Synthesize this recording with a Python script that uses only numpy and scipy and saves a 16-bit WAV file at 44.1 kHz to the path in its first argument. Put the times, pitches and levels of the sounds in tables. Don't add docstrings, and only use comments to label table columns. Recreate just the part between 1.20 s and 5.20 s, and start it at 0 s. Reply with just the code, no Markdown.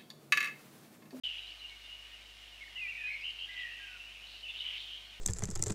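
import sys
import numpy as np
from scipy import signal
from scipy.fft import rfft, irfft
from scipy.io import wavfile
from scipy.ndimage import uniform_filter1d

SR = 44100
rng = np.random.default_rng(int(sys.argv[2]) if len(sys.argv) > 2 else 0)


def unload_audio(sound):
    columns = np.transpose(np.atleast_2d(sound))
    steps = np.round(np.clip(columns, -1, 1) * 32767)
    wavfile.write(sys.argv[1], SR, steps.astype(np.int16))


N = 176400
T = np.arange(N) / SR


# onset t/s, duration t/s, first f/Hz, middle f/Hz, last f/Hz, level/dB
WHISTLE_NOTES = [ (0.182, 0.018, 3700, 3900, 3950, -56), (.224, 0.017, 3800, 3780, 3820, -55),
                 (0.266, 0.016, 3950, 4030, 4140, -57), (0.302, .012, 4500, 4470, 4430, -60),
                 (0.389, 0.022, 3950, 4080, 3980, -58), (0.404, 0.03, 2950, 2882, 3000, -50),
                 (.442, 0.021, 2930, 2847, 2850, -44), (0.498, 0.056, 2270, 2207, 2260, -56),
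                 (.636, 0.031, 3590, 3580, 3570, -58), (0.639, 0.027, 2870, 2807, 2800, -53.5),
                 (.692, 0.068, 2870, 2880, 2900, -50), (.835, 0.036, 2860, 2904, 2900, -57.5),
                 (.928, 0.029, 2853, 2862, 2800, -51), (1.226, 0.017, 2760, 2880, 2920, -54.5),
                 (1.407, .036, 2110, 2188, 1900, -49), (1.475, 0.0097, 2060, 1880, 1810, -51.5),
                 (1.5, 0.037, 3300, 3220, 3140, -61), (1.559, 0.065, 1980, 2080, 2055, -53.5),
                 (1.615, 0.082, 2070, 2004, 1940, -51), (1.614, 0.061, 2580, 2413, 2316, -41),
                 (1.677, 0.037, 2372, 2750, 2606, -39.5), (1.717, 0.021, 2200, 2320, 2320, -47.5),
                 (1.749, 0.022, 2180, 2357, 2440, -43.5), (1.772, 0.069, 2536, 2512, 2523, -44.5),
                 (1.834, 0.0627, 2489, 2496, 2530, -40), (1.784, .028, 3600, 3620, 3500, -62.5),
                 (1.865, 0.02, 4110, 4000, 4040, -59.5), (1.926, 0.021, 4030, 4240, 3970, -55),
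                 (2.01, 0.013, 5000, 4860, 4860, -59.5), (2.018, 0.027, 2486, 2622, 2970, -46),
                 (2.272, .085, 1650, 1630, 1643, -62), (2.594, 0.071, 1643, 1616, 1603, -56.5),
                 (2.678, .06, 1540, 1486, 1485, -62.5), (2.743, 0.028, 1480, 1444, 1420, -56.5),
                 (2.789, 0.043, 2694, 2716, 2690, -51.5), (2.837, .06, 2700, 2890, 2924, -52),
                 (3.065, 0.011, 3460, 3870, 4530, -52.5), (3.23, .024, 3120, 2956, 3000, -43),
                 (3.463, 0.0041, 3020, 3000, 3040, -31), (3.848, 0.069, 4240, 4310, 4270, -66)]
def whistle(length, first_hz, middle_hz, last_hz, db):
    _, progress, envelope = syllable(length)
    parabola = np.polyfit([0, .5, 1], [first_hz, middle_hz, last_hz], 2)
    return amp(db) * envelope * unit(tone(np.polyval(parabola, progress)))


# onset t/s, duration t/s, first f/Hz, last f/Hz, level/dB,
# modulation f/Hz, deviation f/Hz, amplitude modulation depth (0-1)
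TRILL_NOTES = [ (0.037, 0.041, 3112, 2930, -37, 130, 70, 0.57), (0.087, .03, 2867, 2820, -41, 99, 70, 0.4),
               (1.554, 0.064, 2955, 2620, -42.5, 54, 109, 0.1),
               (1.769, 0.12, 1933, 1625, -55.5, 61, 60, 0.3),
               (1.872, 0.045, 2120, 2270, -49, 72.7, 120, 0.9), (1.9, 0.072, 2265, 2184, -44, 72, 99, 0.2),
               (2.037, 0.075, 2884, 2983, -40, 78, 173, 0.54),
               (2.185, 0.072, 2925, 3060, -42.5, 90, 219, 0.5),
               (2.287, 0.09, 2012, 1990, -48, 66, 59.5, 0.14),
               (2.368, .11, 2017, 1886, -44.5, 49.4, 30, 0.5),
               (2.361, 0.087, 2980, 3010, -46.5, 88, 278, 0.65),
               (2.48, 0.058, 1869, 1805, -54.5, 62, 25, .4),
               (2.489, 0.073, 2790, 2780, -49.5, 67, 111, 0.5),
               (2.561, .13, 2857, 2927, -52.5, 62, 232, 0.15), (3.248, 0.037, 2770, 2644, -47, 72, 101, .4),
               (3.284, 0.028, 2806, 2775, -41.5, 92, 120, 0.1)]
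def trill(length, first_hz, last_hz, db, rate_hz, deviation_hz, depth):
    t, progress, envelope = syllable(length)
    phase = 2 * np.pi * rate_hz * t + 0.39 * wander(len(t), hz=51)
    carrier_hz = first_hz + (last_hz - first_hz) * progress
    hz = carrier_hz - deviation_hz * np.sin(phase - 0.41)
    pulses = 1 - depth * np.cos(phase)
    return amp(db) * envelope * unit(pulses * tone(hz))


# onset t/s, duration t/s, first f/Hz, last f/Hz, level/dB, bandwidth per stage f/Hz
RASP_CALLS = [ (0.033, 0.035, 3180, 3050, -43, 600), (0.074, 0.036, 2900, 2800, -46, 597),
              (0.114, 0.082, 2840, 2830, -46.5, 540), (.21, .12, 2930, 2910, -52.5, 400),
              (0.493, 0.01, 4170, 3500, -54, 800), (2.102, 0.0078, 4300, 4300, -53, 610),
              (2.195, 0.01, 4460, 3900, -55, 596), (2.329, .016, 3750, 3660, -55.5, 400),
              (2.385, 0.028, 3820, 3800, -57, 400), (2.3, 0.22, 2520, 2510, -55.5, 500),
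              (2.569, 0.21, 2490, 2610, -54.5, 500), (2.849, .18, 2540, 2520, -56.5, 400),
              (3.03, .19, 2920, 2820, -56, 353), (3.076, .14, 3960, 3950, -58.5, 900),
              (3.282, .04, 3600, 3500, -51, 250), (3.336, .06, 2850, 3000, -45.5, 450),
              (3.365, 0.061, 3670, 3580, -51, 500), (3.396, .095, 2950, 3040, -41.5, 450),
              (3.44, 0.15, 2320, 2410, -52.5, 700), (3.491, 0.096, 3020, 2850, -42.5, 460),
              (3.573, 0.068, 3630, 3600, -50, 800), (3.602, 0.11, 3070, 3250, -50, 450),
              (3.703, 0.085, 2920, 3260, -48, 396)]
def rasp(length, first_hz, last_hz, db, width_hz, puff_hz=125, air_width_hz=1300):
    t, progress, envelope = syllable(length)
    cycles = np.cumsum(puff_hz * (1 + .3 * wander(len(t), hz=100))) / SR
    puffs = np.exp(-(cycles % 1) / 0.56) * rng.standard_normal(SR // 2)[:len(t)]
    hz = first_hz + (last_hz - first_hz) * progress
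    ring, air = (unit(resonate(resonate(puffs, hz, w), hz, w)) for w in (width_hz, air_width_hz))
    return amp(db) * envelope * unit(ring + amp(-22.5) * air)


def near_birds():
    song = np.zeros(N)
    for voice, table in ((whistle, WHISTLE_NOTES), (trill, TRILL_NOTES), (rasp, RASP_CALLS)):
        for onset, *note in table:
            add(song, onset, voice(*note))
    return song


def cliff_echo(song, t60_s=0.87, build_s=0.015, tail_db=-6, early_db=-9.5, early_spread_s=.025):
    t = T[:int(1.5 * SR)]
    tail = rng.standard_normal(len(t)) * (1 - np.exp(-t / build_s)) * 10 ** (-3 * t / t60_s)
    response = amp(tail_db) * tail / np.linalg.norm(tail)
    reflections = rng.random(size=(12, 2))
    for lag, polarity in reflections:
        delay = int((lag + .1) * early_spread_s * SR)
        response[delay] += np.sign(polarity - .5) * amp(early_db) / np.sqrt(len(reflections))
    return signal.fftconvolve(song, response)[:N]


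def far_birds(notes_per_s=14, centre_hz=2858, spread_hz=35.7, mean_length_s=0.0363):
    pips = np.zeros(N)
    for slot in np.arange(0, N / SR, 1 / notes_per_s):
        lag, stretch = rng.random(2)
        pitches = centre_hz + spread_hz * rng.standard_normal(3)
        add(pips, slot + lag / notes_per_s, whistle(mean_length_s * (.5 + stretch), *pitches, db=-60))
    return pips


# f/Hz, relative spectral level/dB
CHORUS_SPECTRUM = [(1200, -38), (1700, -21), (2200, -11), (2450, -11), (2700, -8), (2880, -3), (3050, -3),
                   (3300, -13.5), (3700, -14), (4600, -22.5), (7000, -38.5)]
def far_chorus():
    return shaped_noise(CHORUS_SPECTRUM, db=-56.5, patchy_db=3)


# f/Hz, relative spectral level/dB
HISS_SPECTRUM = [(20, -4), (130, -3.5), (300, -2), (700, -0.5), (1300, 0.5), (3000, 1.5), (5000, -4),
                 (7000, -6), (10000, -11), (14000, -15.5), (15800, -22)]
def microphone_hiss():
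    return shaped_noise(HISS_SPECTRUM, db=-62.5, patchy_db=0.9)


# f/Hz, relative level/dB
HUM_PARTIALS = [(50, -61.5), (100, -75), (200, -82), (300, -83), (400, -84), (600, -82), (720, -75)]
def mains_hum(gain_db=-2.5):
    return np.sqrt(2) * sum(amp(db + gain_db) * np.cos(2 * np.pi * (hz * T + rng.random()))
                            for hz, db in HUM_PARTIALS)


# f/Hz, level/dB for the upper line of each pair
BUZZ_ENVELOPE = [(250, -90.5), (650, -84.5), (1200, -83), (2500, -71.5), (3600, -72), (4500, -77.5),
                 (5500, -79), (6400, -85.5), (7500, -97), (12000, -100)]
def rectifier_buzz(mains_hz=50, lower_line_db=-6):
    phase = 2 * np.pi * np.arange(SR // mains_hz) * mains_hz / SR
    period = sum(amp(level_at(BUZZ_ENVELOPE, k * mains_hz) + db) * np.cos(k * phase)
                 for centre in range(6, 240, 6)
                 for k, db in ((centre + 1, 0), (centre - 1, lower_line_db)))
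    return np.sqrt(2) * np.resize(period, N)


def syllable(length, attack_s=0.0038, release_s=0.0032, swell_db=1):
    t = np.arange(0, length + release_s / 2, 1 / SR)
    progress = np.minimum(t / length, 1)
    ramp = np.clip(np.minimum(t / attack_s, (t[-1] - t) / release_s), 0, 1)
    swell = amp(swell_db * (np.sin(np.pi * progress) - 2 / np.pi))
    return t, progress, np.sin(np.pi / 2 * ramp) ** 2 * swell


def tone(hz, jitter=0.0064):
    unsteady_hz = hz * (1 + jitter * wander(len(hz), hz=115))
    return np.sin(2 * np.pi * np.cumsum(unsteady_hz) / SR)


def resonate(drive, hz, width_hz):
    phasor = np.exp(2j * np.pi * np.cumsum(hz) / SR)
    pole = np.exp(-np.pi * abs(width_hz) / SR)
    return 2 * (phasor * signal.lfilter([1 - pole], [1, -pole], drive / phasor)).real


def shaped_noise(spectrum, db, patchy_db, size=1024):
    hz = np.fft.rfftfreq(size, 1 / SR)
    real, imag, patches = rng.standard_normal((3, 4 * N // size + 5, len(hz)))
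    patches = unit(uniform_filter1d(uniform_filter1d(patches, size=9, axis=0), size=6, axis=1))
    frames = (real + 1j * imag) * amp(level_at(spectrum, hz) + patchy_db * patches)
    _, noise = signal.istft(frames.T, nperseg=size, noverlap=size - size // 4)
    return amp(db) * unit(noise[:N])


def wander(n, hz):
    f = np.fft.rfftfreq(SR // 2, 1 / SR)
    white = rfft(rng.standard_normal(SR // 2))
    return unit(irfft(white * np.exp(-(f / hz) ** 2)))[:n]


def level_at(spectrum, hz):
    f, db = np.transpose(spectrum)
    return np.interp(np.log(hz + 1), np.log(f + 1), db)


def amp(db):
    return 10 ** (np.asarray(db) / 20)


def unit(x):
    return x / np.sqrt(np.mean(x ** 2) + 1e-20)


def add(mix, onset_s, sound):
    part = mix[max(round(onset_s * SR), 0):][:len(sound)]
    part += sound[:len(part)]


def scene():
    song = near_birds() + far_birds()
    background = far_chorus() + microphone_hiss() + mains_hum() + rectifier_buzz()
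    return (song + cliff_echo(song) + background)[None]


def record(dry):
    silence_s, cutoff_hz = .035, 15800
    low_pass = signal.firwin(511, cutoff_hz, window=("kaiser", 9), fs=SR)
    return signal.oaconvolve(dry * (T >= silence_s), low_pass[None], "same")


dry = scene()
out = record(dry)
unload_audio(out)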